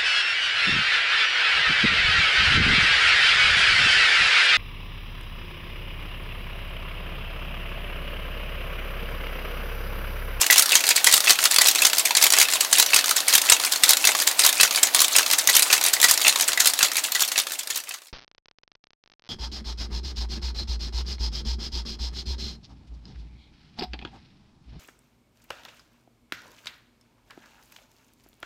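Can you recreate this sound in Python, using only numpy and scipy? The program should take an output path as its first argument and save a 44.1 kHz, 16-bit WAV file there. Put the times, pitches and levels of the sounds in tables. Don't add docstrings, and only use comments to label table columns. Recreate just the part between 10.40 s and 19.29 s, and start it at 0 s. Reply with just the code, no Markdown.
import sys
import numpy as np
from scipy import signal
from scipy.fft import rfft, irfft, next_fast_len
from scipy.io import wavfile

SR = 44100
rng = np.random.default_rng(int(sys.argv[2]) if len(sys.argv) > 2 else 0)


def magnitude_from_level(level_db):
    exponent = np.asarray(level_db, float) / 20
    return 10 ** exponent


def master(y):
    cut = np.clip(np.atleast_2d(y).T, -1, 1)
    pcm = np.round(cut * 32767)
    wavfile.write(sys.argv[1], SR, pcm.astype(np.int16))


N = 392045

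# opening_knock_s, jaw_tick_s, closing_slam_s, slam_level_db
TURNS = [(-.11, .169, .3518, -2), (.4382, .713, .9036, -1), (.9876, 1.259, 1.4489, -3.5),
         (1.5311, 1.8135, 1.998, -6), (2.0845, 2.3726, 2.5598, -4.5), (2.6412, 2.9262, 3.1192, -1),
         (3.1978, 3.4802, 3.6703, -3.5), (3.7495, 4.0376, 4.2296, -2.5), (4.3083, 4.5918, 4.7826, -4),
         (4.8615, 5.1403, 5.3263, -3.5), (5.4112, 5.685, 5.8782, -3.5), (5.9577, 6.246, 6.4266, -1),
         (6.5161, 6.795, 6.9853, -5), (7.068, 7.3477, 7.5385, -3.5), (7.618, 7.9, 8.09, -3)]
# into_turn_s, level_db, closing_ms, pitch_hz (favoured), treble_db
CAM_CONTACTS = [(0, -13, 1.0, 1200, -3), (.017, -20.5, .5, 6500, 11), (.029, -21, .6, 9000, 14.5),
                (.039, -14, .6, 891, -2.5), (.119, -7.5, 6.0, 7670, 10.5), (.285, -13, 0.36, 4270, 2.5),
                (.294, -5.5, 3.5, 5890, 11), (.309, -4, 2.4, 13400, 11), (.374, -12.5, 1.3, 5600, 8),
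                (.4465, -10.5, 1.2, 2630, -15), (.523, -17.5, .6, 2630, 1)]
# into_turn_s, level_db, closing_ms, pitch_hz, treble_db
RESTING_CONTACTS = [(.0505, -11, .3, 4960, 6.4), (.162, -14.5, .6, 4400, 5), (.24, -6, .5, 9000, 3.6),
                    (.337, -9, 1.3, 3600, 5.5), (.456, -4.5, 1.2, 8625, 8)]
# into_turn_s, level_db, closing_ms, pitch_hz, treble_db
TRAVELLING_CONTACTS = [(.0515, -9, .3, 5050, 12), (.237, -5, 5.5, 7000, 4), (.337, -13.5, 1.3, 8170, 14),
                       (.456, -15.5, 2.2, 8870, 4)]
SLAM = 2.6, 6300, 3.2
# start_s, level_db, closing_ms, pitch_hz, treble_db
STRAY_BLOWS = [(.064, -11, 0.58, 7140, 4.5), (.1007, -6.5, 0.74, 1910, -17.5),
               (0.1077, -5, 0.42, 12800, 16), (0.1276, -13, 2.77, 1960, -0.5),
               (.1585, -10.5, 1.27, 1070, -5), (.222, -9, .6, 13430, 12), (.292, -15, 1.1, 5000, 4),
               (.3194, -8.5, 1, 2780, 5), (0.4075, -19, 0.95, 2630, 9), (0.4662, -12.5, 1.2, 8870, 12),
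               (0.502, -8.5, 6.8, 7100, -7.5), (.6434, -6, 0.29, 11600, 12),
               (.6712, -8.5, 1.28, 1960, -1.5), (.777, -10, 0.56, 7660, 4.5),
               (.8044, -20.5, 0.97, 12570, 12.5), (.8398, -19, 0.84, 5000, -12),
               (0.8707, -11, 1.23, 2453, -15), (.88, -13.5, 0.41, 2800, -4), (0.8949, -5, 0.44, 4400, -3),
               (1.0535, -7, 1.62, 7100, -6.5), (1.142, -13, 1.5, 4400, 10), (1.161, -6.5, 0.7, 11540, 2),
               (1.1837, -3, 1.8, 4560, 0), (1.2122, -7.5, 5, 1960, 4), (1.2528, -16.5, 1, 1057, -9),
               (1.3565, -10.5, 1.4, 9080, 2), (1.3822, -12.5, 5.9, 3780, 0.5),
               (1.4184, -7.5, 1.1, 12400, 13), (1.4673, -9, 1.5, 12900, 4), (1.707, -13, 1.24, 895, -8),
               (1.75, -9.5, 1.3, 7660, -4), (1.8651, -7, 1, 7140, 3.5), (1.922, -7.5, 1.6, 8900, 5),
               (1.936, -5.5, 0.48, 5420, -3.5), (1.966, -13, 0.52, 6600, 0), (2.0125, -5, 2.4, 6630, 5),
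               (2.0256, -9.5, 2, 8950, 6), (2.588, -9.5, 1.5, 4470, -9), (3.1206, -13, 0.84, 980, -15),
               (4.931, -8, 3, 13430, -4), (5.073, -5.5, .42, 6460, 12.5), (5.0883, -11, 1.8, 1950, -19),
               (5.1925, -8.5, 2.07, 9130, 11.5), (5.222, -8.5, 0.49, 9000, 13),
               (5.2264, -10, 1.1, 4820, 3.5), (5.3369, -9, 0.69, 2580, 4), (5.351, -19, 0.84, 6000, 3.5),
               (5.438, -10.5, 0.85, 12740, 12.5), (5.4771, -20, 0.35, 1823, -14),
               (5.6003, -15, 0.32, 3570, 3.5), (5.615, -10, .44, 6630, 14.5), (5.6278, -8, 1.6, 1960, 7),
               (5.642, -7, 2.9, 1930, -4.5), (5.8128, -18, 2.8, 6110, 8), (5.865, -9, 3.06, 2550, -7.5),
               (5.89, -12, 4.1, 3870, -1), (6.0272, -19, 2, 4390, -12), (6.131, -13, 0.56, 7570, -2.5),
               (6.1742, -10.5, 0.88, 1920, -5.5), (6.119, -19, 0.28, 4400, -1),
               (6.3898, -9.5, 0.62, 12200, 6), (6.445, -8.5, 2.5, 4380, 2), (6.719, -9, 1.53, 13690, 7),
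               (6.7536, -12, 1.4, 1960, 2), (6.877, -10.5, 0.86, 8950, 10), (6.916, -9, 2.4, 7230, 0),
               (6.977, -3, 1.67, 5860, -2), (6.997, -6.5, 2.3, 5000, 3), (7.232, -16.5, 0.82, 4400, 8),
               (7.272, -10, 1.1, 5030, 7), (7.4907, -6.5, 0.78, 7040, 17)]
# pitch_hz, level_db (per Hz)
STEEL_COLOUR = [(120, -51), (200, -77.5), (696, -13), (1770, -2.5), (1980, -3), (2960, -1), (4300, 2),
                (5200, -2.5), (7000, -1.5), (13600, -10), (16200, -14.5)]
# pitch_hz, level_db, ring_s (to fall 60 dB)
FRAME = [(290, -25.5, .1), (959, -22, .045), (1200, -33.5, 0.04), (1960, -14.5, .045), (2630, -15, 0.03),
         (4200, -25.5, .015), (5050, -25.5, .02)]
# into_turn_s, level_db
RATTLE = [(.006, -27.5), (.051, -29), (0.065, -12), (0.082, -21.5), (.101, -41), (0.127, -15.5),
          (.161, -25.5), (0.213, -37.5), (.24, -15), (.2715, -19), (.3065, -15), (.3415, -18.5),
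          (.3665, -38), (0.4178, -18.5), (0.435, -23.5), (0.4959, -15), (0.5205, -27), (.5515, -35)]
# pitch_hz, level_db (per Hz)
DRIVE_COLOUR = [(18, -37.5), (30, -27), (200, -14.5), (287, -2.5), (364, -7), (684, 3.5), (1220, -1.5),
                (4420, -2.5), (8500, -10), (13300, -5), (16200, -11.5)]
# start_s, end_s, gap_s (before jitter)
TICK_SPELLS = [(7.806, 7.85, .008), (7.881, 7.985, .033), (8.062, 8.125, .027), (8.191, 8.36, .041),
               (8.438, 8.545, .033), (8.64, 8.745, .019), (8.79, 8.83, .033), (8.84, 8.885, .009)]

TURN_S, TICK_S = 0.5555, 0.285
SLACK_S = 0.14, 0.235
REST_S = 1.95, 4.95
FADE_S = 5.9, 7.73


def shaft():
    knock, tick = np.transpose(TURNS)[:2, :, None]
    slack_start = knock + SLACK_S[0]
    slack_end = tick - TICK_S + SLACK_S[1]
    moments = np.hstack([knock, slack_start, slack_end, tick])
    turn_starts = TURN_S * np.arange(len(TURNS))[:, None]
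    progress = turn_starts + [0, *SLACK_S, TICK_S]
    return moments.ravel(), progress.ravel()


def cam_blows():
    spread_db = 1.5
    moments, progress = shaft()
    rows = [(slam_s, level_db, *SLAM) for _, _, slam_s, level_db in TURNS]
    tables = (CAM_CONTACTS, None), (RESTING_CONTACTS, True), (TRAVELLING_CONTACTS, False)
    for turn in range(len(TURNS)):
        for table, resting in tables:
            for into_turn_s, level_db, *kind in table:
                start_s = np.interp(turn * TURN_S + into_turn_s, progress, moments)
                at_rest = REST_S[0] < start_s < REST_S[1]
                if start_s > 0 and resting in (None, at_rest):
                    rows.append((start_s, level_db + spread_db * rng.standard_normal(), *kind))
    return np.array(rows)


def at_hz(points, hz):
    point_hz, point_db = np.array(points)[:, 0], np.array(points)[:, 1]
    return np.interp(np.log(hz), np.log(point_hz), point_db)


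def steel_modes(t60_s, count):
    spacing = np.linspace(0, 1, count) ** 1.5
    hz = 250 + 15900 * spacing * rng.uniform(.995, 1.005, count)
    level_db = at_hz(STEEL_COLOUR, hz) + 10 * np.log10(np.gradient(hz).clip(5))
    level_db = level_db - level_db.max()
    t60 = t60_s * (hz / 4000) ** -.25
    frame_hz, frame_db, frame_t60 = np.transpose(FRAME)
    return np.append(hz, frame_hz), np.append(level_db, frame_db), np.append(t60, frame_t60)


def contacts(modes, blows, ring_db, ring_octaves, frame_db, bounce_ms, level_db, count):
    hz, mode_db, _ = modes
    start_s, blow_db, closing_ms, pitch_hz, treble_db = np.transpose(blows)[:, :, None]
    draw = rng.random((len(blows), count))
    closing = np.arange(count) < count // 2
    bounce_late_ms = closing_ms - bounce_ms * np.log(1 - draw)
    late_ms = np.where(closing, closing_ms * draw, bounce_late_ms)
    force = np.where(closing, 0.16 + draw, (1 - draw) ** 0.54)
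    force = force / np.sqrt(np.sum(force ** 2, axis=1, keepdims=True))
    at = np.clip(((start_s + late_ms / 1000) * SR).astype(int), 0, N - 1)
    share_db = mode_db + 0.35 * (treble_db + 2.0) * np.log2(hz / 4500).clip(-.8, 1.5)
    favour_db = ring_db - 0.085 * treble_db
    octaves_away = np.log2(hz / pitch_hz)
    share_db = share_db + favour_db * np.exp(-.5 * (octaves_away / ring_octaves) ** 2)
    is_frame = np.arange(len(hz)) >= len(hz) - len(FRAME)
    struck = is_frame & (abs(octaves_away) < .1)
    share_db = share_db + frame_db * struck
    share = magnitude_from_level(share_db + rng.normal(0, 3.48, share_db.shape) * ~struck)
    share = share / np.sqrt(np.sum(share ** 2, axis=1, keepdims=True))
    return at, force, share * magnitude_from_level(blow_db + level_db)


def ring(clicks, hz, t60):
    decay, turn = magnitude_from_level(-60 / (t60 * SR)), 2 * np.pi * hz / SR
    feedback = [1, -2 * decay * np.cos(turn), decay * decay]
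    return signal.lfilter([0, np.sin(turn)], feedback, clicks + 1e-18)


def clatter(modes, *groups):
    out = np.zeros(N)
    small_count = len(modes[0]) - len(FRAME)
    for k, (hz, t60) in enumerate(zip(modes[0], modes[2])):
        clicks = np.zeros(N)
        for at, force, share in groups:
            if k < small_count:
                sign = rng.choice([-1, 1], at.shape)
                push = force * sign * share[:, k:k + 1]
                clicks += np.bincount(at.ravel(), push.ravel(), N)
            else:
                clicks += np.bincount(at.min(axis=1), share[:, k], N)
        out += ring(clicks, hz, t60)
    return out


def loose_parts(spread_db, count):
    draw = rng.random((count, 4))
    start_s = FADE_S[1] * (np.arange(count) + draw[:, 0]) / count
    progress = np.interp(start_s, *shaft())
    level_db = np.interp(progress, *np.transpose(RATTLE), period=TURN_S)
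    level_db = level_db + spread_db * (draw[:, 1] ** 2 - .5)
    closing_ms = np.ones(count)
    pitch_hz = 900 * 2 ** (3.44 * draw[:, 2])
    treble_db = 19.8 * draw[:, 3] - 3.0
    return np.transpose([start_s, level_db, closing_ms, pitch_hz, treble_db])


def workshop(x, t60_s, early_t60_s, early_db, count):
    t = np.arange(SR // 3) / SR
    walls = magnitude_from_level(-60 * t / t60_s)
    castings = magnitude_from_level(early_db - 60 * t / early_t60_s)
    shape = (walls + castings) * (1 - np.exp(-t / 0.0057))
    spot = np.repeat(rng.integers(0, count, N // 660 + 1), 660)[:N]
    paths = signal.lfilter([.75], [1, -.25], rng.standard_normal((count, len(t))) * shape)
    echoes = np.zeros(N)
    for k, path in enumerate(paths):
        path = path / np.sqrt(np.sum(path ** 2))
        echoes += signal.oaconvolve(x * (spot == k), path)[:N]
    return echoes


def coloured(x, points):
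    size = next_fast_len(len(x))
    hz = np.maximum(np.arange(size // 2 + 1) * SR / size, 1)
    return irfft(rfft(x, size) * magnitude_from_level(at_hz(points, hz)), size)[:len(x)]


def drive():
    rms_db = -33.5
    noise = coloured(rng.standard_normal(N), DRIVE_COLOUR)
    return magnitude_from_level(rms_db) * noise / np.std(noise)


def crackle(tick_db, shrink_db_per_s, thump_db, dense_per_s):
    thump_s = 7.728
    t = np.arange(N) / SR - thump_s
    tick_s = []
    for start_s, end_s, gap_s in TICK_SPELLS:
        even_s = np.arange(start_s, end_s, gap_s)
        tick_s.append(even_s + gap_s * rng.normal(0, .1, len(even_s)))
    tick_s = np.hstack(tick_s)
    tick_s = np.append(tick_s, tick_s[rng.random(len(tick_s)) < .3] + .002)
    sign = np.where(rng.random(len(tick_s)) < .2, 1, -1)
    ticks = np.bincount((tick_s * SR).astype(int), sign, N)[:N]
    chance = dense_per_s / SR * np.exp(-t.clip(0) / .035)
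    dense = (rng.random(N) < chance) & (t > .001) & (t < .068)
    ticks = ticks + dense * np.where(t < .011, 1, -1)
    offset = -1. * (t > 0) + 2.0 * np.clip((t - .001) / 0.011, 0, 1)
    raw = magnitude_from_level(tick_db - shrink_db_per_s * t) * ticks + magnitude_from_level(thump_db) * offset
    raw = signal.sosfilt(signal.butter(2, 18, "high", fs=SR, output="sos"), raw)
    return signal.sosfiltfilt(signal.cheby2(5, 35, 8000, fs=SR, output="sos"), raw)


def scene():
    modes = steel_modes(t60_s=0.019, count=150)
    blows = contacts(modes, np.vstack([cam_blows(), STRAY_BLOWS]), ring_db=6.0, ring_octaves=0.093,
                     frame_db=19.5, bounce_ms=3.0, level_db=5.0, count=18)
    touches = contacts(modes, loose_parts(spread_db=11.0, count=2000), ring_db=14.5, ring_octaves=0.23,
                       frame_db=-12.5, bounce_ms=1.5, level_db=3.5, count=4)
    steel = clatter(modes, blows, touches)
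    steel = signal.sosfilt(signal.butter(4, 320, "high", fs=SR, output="sos"), steel)
    echoes = workshop(steel, t60_s=0.14, early_t60_s=0.08, early_db=15.0, count=6)
    return (steel + magnitude_from_level(-9.5) * echoes + drive())[None]


def low_pass(x):
    return signal.sosfilt(signal.butter(12, 16440, fs=SR, output="sos"), x)


def record(dry):
    clip, cutoff_hz = 0.8, 16200
    fade = np.interp(np.arange(N) / SR, FADE_S, [1, 0])
    top_cut = signal.cheby2(20, 45, cutoff_hz, fs=SR, output="sos")
    out = signal.sosfilt(top_cut, np.clip(dry, -clip, clip)) * fade
    out = out + crackle(tick_db=-21.5, shrink_db_per_s=5.5, thump_db=-34.0, dense_per_s=3000)
    return low_pass(out)


dry = scene()
out = record(dry)
master(out)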